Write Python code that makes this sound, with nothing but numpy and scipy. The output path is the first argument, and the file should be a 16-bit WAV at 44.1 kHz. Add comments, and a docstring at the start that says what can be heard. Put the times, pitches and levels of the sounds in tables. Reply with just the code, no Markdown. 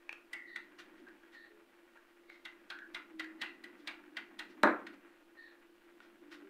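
"""Wet spice paste smacks and squeaks under a stone roller worked by hand on a flat grinding stone in a small kitchen.
Smacks, pops and crunches are bursts of tiny clicks passed through filters; squeaks and groans are unsteady tones.
Grains crackle as filtered clicks and the slab rumbles as low noise, both following the weight on the roller.
Once stone knocks hard on stone: a few filtered blows and many fading tones.
Hard walls answer the paste and the knock's thud; a faint hum and hiss lie behind."""
import sys
import numpy as np
from scipy import signal
from scipy.fft import rfft, irfft
from scipy.io import wavfile

SR = 44100
rng = np.random.default_rng(int(sys.argv[2]) if len(sys.argv) > 2 else 0)


def inscribe(sig):
    """Save sig as 16-bit PCM at rate SR to the path in sys.argv[1].

    A 1-D sig is mono; a 2-D sig holds one channel per row.
    Samples are clipped to [-1, 1] before scaling.
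    """
    pcm = np.round(np.clip(np.atleast_2d(sig).T, -1, 1) * 32767)
    wavfile.write(sys.argv[1], SR, pcm.astype(np.int16))


N = 286209
TIME = np.arange(N) / SR  # seconds

# Wet smacks of the paste: (time [s], strength [dB], air pocket's snap against strength [dB],
# fizz against strength [dB], air pocket's pitch [Hz])
SMACK_EVENTS = [(0.3314, -53, 9.5, -7, 1990), (0.56, -53.5, 11, -13.5, 1830), (2.452, -51.5, 1, -18, 2025),
                (2.702, -48.5, -1, -20, 1530), (2.946, -47, 2, -19, 2140), (3.196, -47.5, 6, -16.5, 1960),
                (3.416, -42.5, 0, -19.5, 1940), (3.639, -58, 7, -11.5, 1980),
                (3.874, -44.5, -4.5, -18, 2270), (4.169, -47, 4.5, -22, 2050),
                (4.3917, -47.5, -0.5, -14.5, 1910), (4.868, -57.5, 8.5, -17, 1500)]
# Thin squeals as wet paste is squeezed out: (time [s], length [s], starting pitch [Hz], level before fading [dB])
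SQUEAL_EVENTS = [(0.096, 0.088, 2597, -61), (.325, 0.18, 2087, -47.5), (1.058, 0.1, 1690, -59),
                 (2.71, 0.11, 1620, -50), (2.775, 0.11, 1700, -48.5), (2.967, 0.078, 1450, -54.5),
                 (3.2, 0.152, 2017, -52.5), (3.428, 0.118, 2794, -52.5)]
# Longer squeaks, a narrow tone with a hoarse one above: (time [s], length [s], starting pitch of the
# narrow tone [Hz], its level before fading [dB])
SQUEAK_EVENTS = [(0.452, 0.24, 1940, -57), (1.312, .24, 1846, -59), (2.268, 0.15, 2158, -62.5),
                 (3.382, .19, 2010, -56.5), (5.356, 0.227, 1835, -58.5)]
# The loudest seeds and bubbles popping: (time [s], relative level [dB], pitch [Hz])
POP_EVENTS = [(0.0924, -30, 2480), (0.1275, -36, 2510), (0.4975, -51, 1840), (1.0675, -50, 1580),
              (1.0853, -46, 1550), (1.2348, -53, 1620), (1.9725, -48.5, 1660), (2.2987, -42, 2130),
              (2.7882, -41.5, 1620), (3.244, -39.5, 1670), (4.0385, -53, 1660), (6.0031, -47, 1480)]
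# Soft crunches of grains giving way: (time [s], level [dB], swell [s])
CRUNCH_EVENTS = [(0.779, -48.5, 0.017), (0.964, -64, 0.022), (1.315, -58.5, 0.022), (2.29, -61, 0.04),
                 (3.769, -61.5, 0.03), (4.479, -59, 0.025), (4.924, -63, 0.012), (6.0, -61.5, 0.03),
                 (6.305, -49, 0.023)]
# Weight on the roller, as a relative loudness: (time [s], level [dB])
ROLLER_EFFORT = [(0.0, -76.5), (0.89, -66.5), (1.05, -63.5), (1.23, -72), (2.13, -77.5), (2.76, -69),
                 (3.34, -66), (3.6, -65), (3.92, -68), (4.47, -64), (4.83, -58), (5.17, -74), (5.46, -76.5),
                 (5.87, -73), (6.42, -66.5), (6.49, -68)]
# The slab groans under the roller: (time [s], length [s], pitch [Hz], level [dB])
GROAN_EVENTS = [(1.481, 0.2, 422, -70), (3.079, 0.46, 320, -55.5), (3.728, 0.42, 299, -66),
                (6.144, 0.76, 296, -64.5), (6.41, 0.2, 388, -62)]
# Stone on stone, a blow and its rebounds: (time [s], relative level [dB])
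KNOCK_BLOWS = [(4.6354, 9.5), (4.6420, -0.5), (4.6500, -12), (4.6595, -9.5), (4.6744, 1.5)]
# Tones that slab and roller ring with: (pitch [Hz], relative level [dB], time to fall by 60 dB [s])
STONE_TONES = [(108, -32, .4), (215, -3, .3), (248, -5, .35), (309, -1, .4), (389, -5, .3), (486, -6, .3),
               (520, -8, .2), (571, -10, .36), (608, -11, .3), (673, -8, .26), (794, -7, .22),
               (923, -4, .24), (1045, -3, .29), (1131, -2, .3), (1162, -3, .28), (1222, -10, .33),
               (1290, -9, .35), (1339, -7, .33), (1425, -6, .32), (1461, -3, .26), (1547, -6, .3),
               (1577, -5, .26), (1669, -10, .3), (1725, -9, .28), (1788, -6, .25), (1884, -6, .18),
               (2008, -11, .28), (2110, -15, .27), (2385, -16, .23)]

# Tone colours of the paste, each: (frequency [Hz], relative level [dB])
SNAP_SPECTRUM = [(300, -52), (900, -19), (1400, -2.5), (2000, 7), (2700, -12.5), (3500, -45), (7000, -37)]
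SPIT_SPECTRUM = [(1200, -37), (2400, -7.5), (3100, 1), (3800, -0.5), (5000, -9.5), (6500, -22),
                 (12000, -58)]
FIZZ_SPECTRUM = [(3000, -44), (6000, -3.5), (8500, 1), (12000, -10), (15000, -13)]
BODY_SPECTRUM = [(60, -58), (140, -14), (220, 4), (330, -7), (430, -9), (650, 1.5), (1100, -3.5),
                 (1600, -33), (4000, -28)]
SQUELCH_SPECTRUM = [(120, -44), (230, -8), (450, -31), (700, -0.5), (1000, -1), (1500, 5.5), (2100, 1.5),
                    (2800, 2), (4000, -24), (6000, -26.5), (14000, -36)]
POP_SPECTRUM = [(150, -35), (500, -9), (1000, -4), (1600, 0), (2600, -3), (4500, -15), (7000, -25),
                (15000, -36)]
CRUNCH_SPECTRUM = [(200, -26), (900, -7), (1700, 3), (2600, -4), (3600, -5.5), (5500, -14), (7000, -21),
                   (15000, -34)]
# Tone colours of the rubbing, slab, knock and background, each: (frequency [Hz], relative level [dB])
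GRIT_SPECTRUM = [(150, -27), (500, 1), (1000, 2), (1600, 5), (2600, -1.5), (4500, -26), (7000, -30),
                 (15000, -35)]
RUMBLE_SPECTRUM = [(40, -55), (80, -40), (110, -29), (165, -33), (200, -13), (250, -12), (295, -3),
                   (340, 0), (420, -20), (800, -30), (3000, -60)]
CRUSH_SPECTRUM = [(200, -18), (1000, -2), (2700, -4), (3800, 0), (6200, -14), (9000, -14), (15000, -24)]
KNOCK_SPECTRUM = [(40, -57), (100, -28), (155, -26), (210, -3.5), (340, 7), (430, -1.5), (520, 2.5),
                  (800, 0), (1600, 3.5), (2400, -10.5), (2900, -27), (3900, -22), (6200, -67), (15000, -58)]
AIR_SPECTRUM = [(10, 19), (60, -5.5), (200, -10.5), (350, 6), (500, 7), (1600, -6.5), (3000, -1.5),
                (6000, -13), (15000, -14.5)]
# Kitchen reverberation: (frequency [Hz], time to fall by 60 dB [s])
ROOM_DECAY = [(150, 0.32), (400, 0.41), (1500, 0.32), (3000, 0.33), (6000, 0.17), (14000, 0.49)]

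PRESS_LEAD_S, PRESS_DB = 0.012, -14.5  # paste starts to tear just before it smacks; level against strength
# Sag is the share of pitch lost over the length; fade is the dB lost over it.
SQUEAL_SAG, SQUEAL_WIDTH_HZ, SQUEAL_FADE_DB = 0.081, 200, 18
SQUEAK_SAG, SQUEAK_WIDTH_HZ, SQUEAK_FADE_DB = 0.0396, 120, 8
UPPER_HZ, UPPER_WIDTH_HZ, UPPER_DB = 4080, 510, -12  # hoarse tone, starting pitch; level against the narrow one
GRIT_DB, GRIT_PER_EFFORT = -66, 0.26  # rubbing at full effort; dB lost for each dB less effort
SEEDS_PER_S, SEED_HZ, SEED_DB = 14, 1670, -13  # lesser pops, on average; level against the crackle
HUM_HZ, HUM_DB = 344.5, -67.5  # middle values, both waver
TOP_HZ = 15600  # highest frequency let through


def smacks(level_db=-1, body_db=-14, squelch_db=-3.0, lead_s=.0025, snap_s=0.0043, spit_s=0.0044,
           fizz_s=0.0045, squelch_s=0.022, delay_s=.007):
    """Paste tears, spits, snaps an air pocket, thumps the slab and squelches out, all growing with strength."""
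    out, t = np.zeros(N), TIME[:SR // 6]
    for s, strength, snap_db, fizz_db, pocket_hz in SMACK_EVENTS:
        pocket = bump(pocket_hz, width_hz=90, db=9.5)
        snap = colour(burst(snap_s), SNAP_SPECTRUM, pocket)
        spit = colour(burst(spit_s), SPIT_SPECTRUM)
        fizz = colour(burst(fizz_s), FIZZ_SPECTRUM)
        body = colour(burst(snap_s), BODY_SPECTRUM)
        parts = [(snap, snap_db), (spit, 0), (fizz, fizz_db), (body, body_db)]
        smack = sum(packet(part, strength + db, .02) for part, db in parts)

        clicks = grains(len(t), rate=5000, spread_db=4.5)
        ooze = clicks * np.exp(-t / squelch_s) * amp(2 * walk(99, len(t)))
        ooze = packet(colour(ooze, SQUELCH_SPECTRUM, pocket), strength, .05)
        press = packet(colour(burst(PRESS_LEAD_S), CRUNCH_SPECTRUM), strength + PRESS_DB, .02)

        add(out, s - PRESS_LEAD_S, press)
        add(out, s - lead_s, amp(level_db) * smack)
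        add(out, s + delay_s, amp(squelch_db) * ooze)
    return out


def squeaks():
    """Rubbing makes short single squeals and longer two-tone squeaks, each sinking in pitch as it fades."""
    out = np.zeros(N)
    for s, length, hz, db in SQUEAL_EVENTS:
        squeal = rub(length, hz, db, SQUEAL_WIDTH_HZ, steady=0.46, sag=SQUEAL_SAG, fade_db=SQUEAL_FADE_DB)
        add(out, s, squeal)
    for s, length, hz, db in SQUEAK_EVENTS:
        sinking = dict(sag=SQUEAK_SAG, fade_db=SQUEAK_FADE_DB)
        narrow = rub(length, hz, db, SQUEAK_WIDTH_HZ, steady=0.77, **sinking)
        hoarse = rub(length, UPPER_HZ, db + UPPER_DB, UPPER_WIDTH_HZ, steady=.3, **sinking)
        add(out, s, narrow)
        add(out, s, hoarse)
    return out


def pops(level_db=-10.5, snap_s=0.0014, lead_s=.0005):
    """Seeds and bubbles pop as tiny bursts, each with a short pitched ring."""
    out = np.zeros(N)
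    for s, db, hz in POP_EVENTS:
        ring = bump(hz, width_hz=200, db=17)
        pop = packet(colour(burst(snap_s, rate=15000), POP_SPECTRUM, ring), db, .01)
        add(out, s - lead_s, amp(level_db) * pop)
    return out


def crunches():
    """Clumps of grains break slowly under the weight."""
    out = np.zeros(N)
    for s, db, swell_s in CRUNCH_EVENTS:
        crunch = colour(burst(swell_s, rate=2900), CRUNCH_SPECTRUM)
        add(out, s, packet(crunch, db, 0.0091))
    return out


def rolling(rumble_db=4.5, patchy_db=-0.2):
    """The rough roller shakes the slab, cracks grains and pops odd seeds, all louder with more weight on it."""
    s, db = np.transpose(ROLLER_EFFORT)
    effort = np.interp(TIME, s, db)
    rumble = unit(colour(rng.standard_normal(N), RUMBLE_SPECTRUM)) * amp(effort + rumble_db)

    cracks = colour(grains(N, rate=1500, spread_db=5.5), GRIT_SPECTRUM)
    crackle = unit(cracks * amp(2.8 * walk(50)))
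    seed_ring = bump(SEED_HZ, width_hz=260, db=13.5)
    seeds = unit(colour(grains(N, SEEDS_PER_S, spread_db=3), POP_SPECTRUM, seed_ring))
    rubbing_db = GRIT_DB + GRIT_PER_EFFORT * (effort - db.max()) + patchy_db * walk(12)
    return rumble, (crackle + amp(SEED_DB) * seeds) * amp(rubbing_db)


def groans(width_hz=9):
    """The slab gives low, nearly pure tones under the roller."""
    out = np.zeros(N)
    for s, length, hz, db in GROAN_EVENTS:
        add(out, s, rub(length, hz, db, width_hz, steady=4))
    return out


def knock(thud_db=-21.0, ring_db=-28.5, crush_db=-33, crush_s=4.6312):
    """The roller crushes through the paste, strikes the slab and chatters; returns crush, thud and ringing."""
    t = TIME[:SR]
    crush, blows, ring = np.zeros((3, N))
    add(crush, crush_s, packet(colour(burst(.0022), CRUSH_SPECTRUM), crush_db, .005))
    for s, db in KNOCK_BLOWS:
        add(blows, s, amp([db]))
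    thud = packet(colour(blows, KNOCK_SPECTRUM), thud_db, .01)

    tones = np.zeros(len(t))
    for hz, db, t60 in STONE_TONES:
        decay = np.exp(-np.log(1000) * t / t60)
        tones += amp(db) * decay * np.sin(2 * np.pi * (hz * t + rng.random()))
    soft_start = (1 - np.exp(-t / 0.0023)) ** 2
    add(ring, KNOCK_BLOWS[0][0], amp(ring_db) * tones * soft_start)
    return crush, thud, ring


def background(air_db=-72.5):
    """A hum wavering slightly in pitch and level lies over soft filtered noise."""
    tone = np.sin(2 * np.pi * np.cumsum(HUM_HZ + walk(15)) / SR)
    hum = unit(tone) * amp(HUM_DB + walk(3.14))
    return hum + amp(air_db) * unit(colour(rng.standard_normal(N), AIR_SPECTRUM))


def kitchen(x, wet_db, gap_s=0.0017, dull_hz=6000):
    """Close hard walls add a dense tail of noise, softer in the treble; each octave dies at its own rate."""
    t = TIME[:2 * SR // 3]
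    hiss = rfft(rng.standard_normal(len(t)))
    hz = np.arange(len(hiss)) * SR / len(t)
    octave = np.round(np.log2(np.maximum(hz, 64)))
    tail = np.zeros(len(t))
    for k in np.unique(octave):
        band = irfft(hiss * (octave == k) / np.hypot(1, hz / dull_hz), len(t))
        tail += band * np.exp(-np.log(1000) * t / at_hz(ROOM_DECAY, 2 ** k))
    tail = tail * (t > gap_s)  # silence before the first echo
    tail = tail / np.sqrt(np.sum(tail ** 2))
    return x + amp(wet_db) * signal.fftconvolve(x, tail)[:N]


def rub(length, hz, db, width_hz, steady, sag=0, fade_db=0, rise=0.21, fall=0.43):
    """A rubbing tone, unsteady in size and pitch, sags and fades; rise and fall are shares of the length."""
    t = TIME[:SR // 2]
    along = np.minimum(t / length, 1)
    phase = 2 * np.pi * np.cumsum(hz * (1 - sag * along)) / SR
    # a steady part plus random sway makes the tone flutter
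    flutter = steady + walk(2 * width_hz, len(t)) + 1j * walk(2 * width_hz, len(t))
    ramp = np.minimum(along / rise, (1 - along) / fall)
    gate = np.sin(np.pi / 2 * np.minimum(ramp, 1)) ** 2
    tone = np.real(flutter * np.exp(1j * phase)) * gate
    return packet(tone, db, length) * amp(-fade_db * along)


def burst(length, rate=9000):
    """A film of paste tears in a quick swell of tiny snaps, strongest after the given length in seconds."""
    t = TIME[:SR // 6]
    swell = t / length * np.exp(1 - t / length)
    return grains(len(t), rate, spread_db=-2.0) * swell ** 2


def grains(size, rate, spread_db):
    """Random clicks of uneven strength, on average rate a second."""
    clicks = (rng.random(size) < rate / SR) * rng.choice([-1, 1], size)
    return clicks * amp(spread_db * np.clip(rng.standard_normal(size), -2, 2))


def walk(rate, size=N):
    """Random drift of spread near 1, heading for a new value rate times a second."""
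    values = rng.standard_normal(size)
    return np.sqrt(3 / 2) * np.interp(TIME[:size] * rate, np.arange(size), values)


def colour(x, points, shade=lambda hz: 0, size=8192):
    """Filter without pre-echo to the given spectrum, plus an optional shading in dB."""
    hz = np.arange(size // 2 + 1) * SR / size
    # folding the cepstrum puts the filter's energy as early as possible
    cepstrum = irfft(np.log(amp(at_hz(points, hz) + shade(hz))))
    cepstrum[1:size // 2] *= 2
    cepstrum[size // 2 + 1:] = 0
    response = irfft(np.exp(rfft(cepstrum)))
    return signal.oaconvolve(x, response)[:len(x)]


def bump(hz, width_hz, db):
    """Shading of one resonance, in dB."""
    return lambda f: db / (1 + ((f - hz) / width_hz) ** 2)


def at_hz(points, hz):
    """Read a table's value at a frequency, on a log-frequency axis."""
    f, value = np.transpose(points)
    return np.interp(np.log(np.maximum(hz, 1)), np.log(f), value)


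def packet(x, db, seconds):
    """Scale a short sound to the energy of a level held for some seconds."""
    return x * amp(db) * np.sqrt(seconds * SR / (np.sum(x ** 2) + 1e-18))


def unit(x):
    """Scale to an average (rms) level of 1."""
    return x / np.sqrt(np.mean(x ** 2))


def amp(db):
    """Decibels to gain."""
    return 10 ** (np.asarray(db) / 20)


def add(out, s, x):
    """Mix x into out at time s in seconds."""
    start = max(int(s * SR), 0)
    out[start:start + len(x)] += x[:max(N - start, 0)]


def scene():
    """Paste, stone and room together."""
    crush, thud, ring = knock()
    rumble, grit = rolling()
    paste = smacks() + squeaks() + pops() + crunches() + grit + crush
    slab = rumble + groans() + ring
    near = kitchen(paste, wet_db=-9)
    # the broad slab sends more of its thud to the walls than the paste does
    struck = kitchen(thud, wet_db=-2.5)
    return (near + struck + slab + background())[None]


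def record(dry):
    """The recorder cuts the top with a steep low-pass filter."""
    low_pass = signal.ellip(10, .2, 70, TOP_HZ, fs=SR, output="sos")
    return signal.sosfilt(low_pass, dry)


dry = scene()
out = record(dry)
inscribe(out)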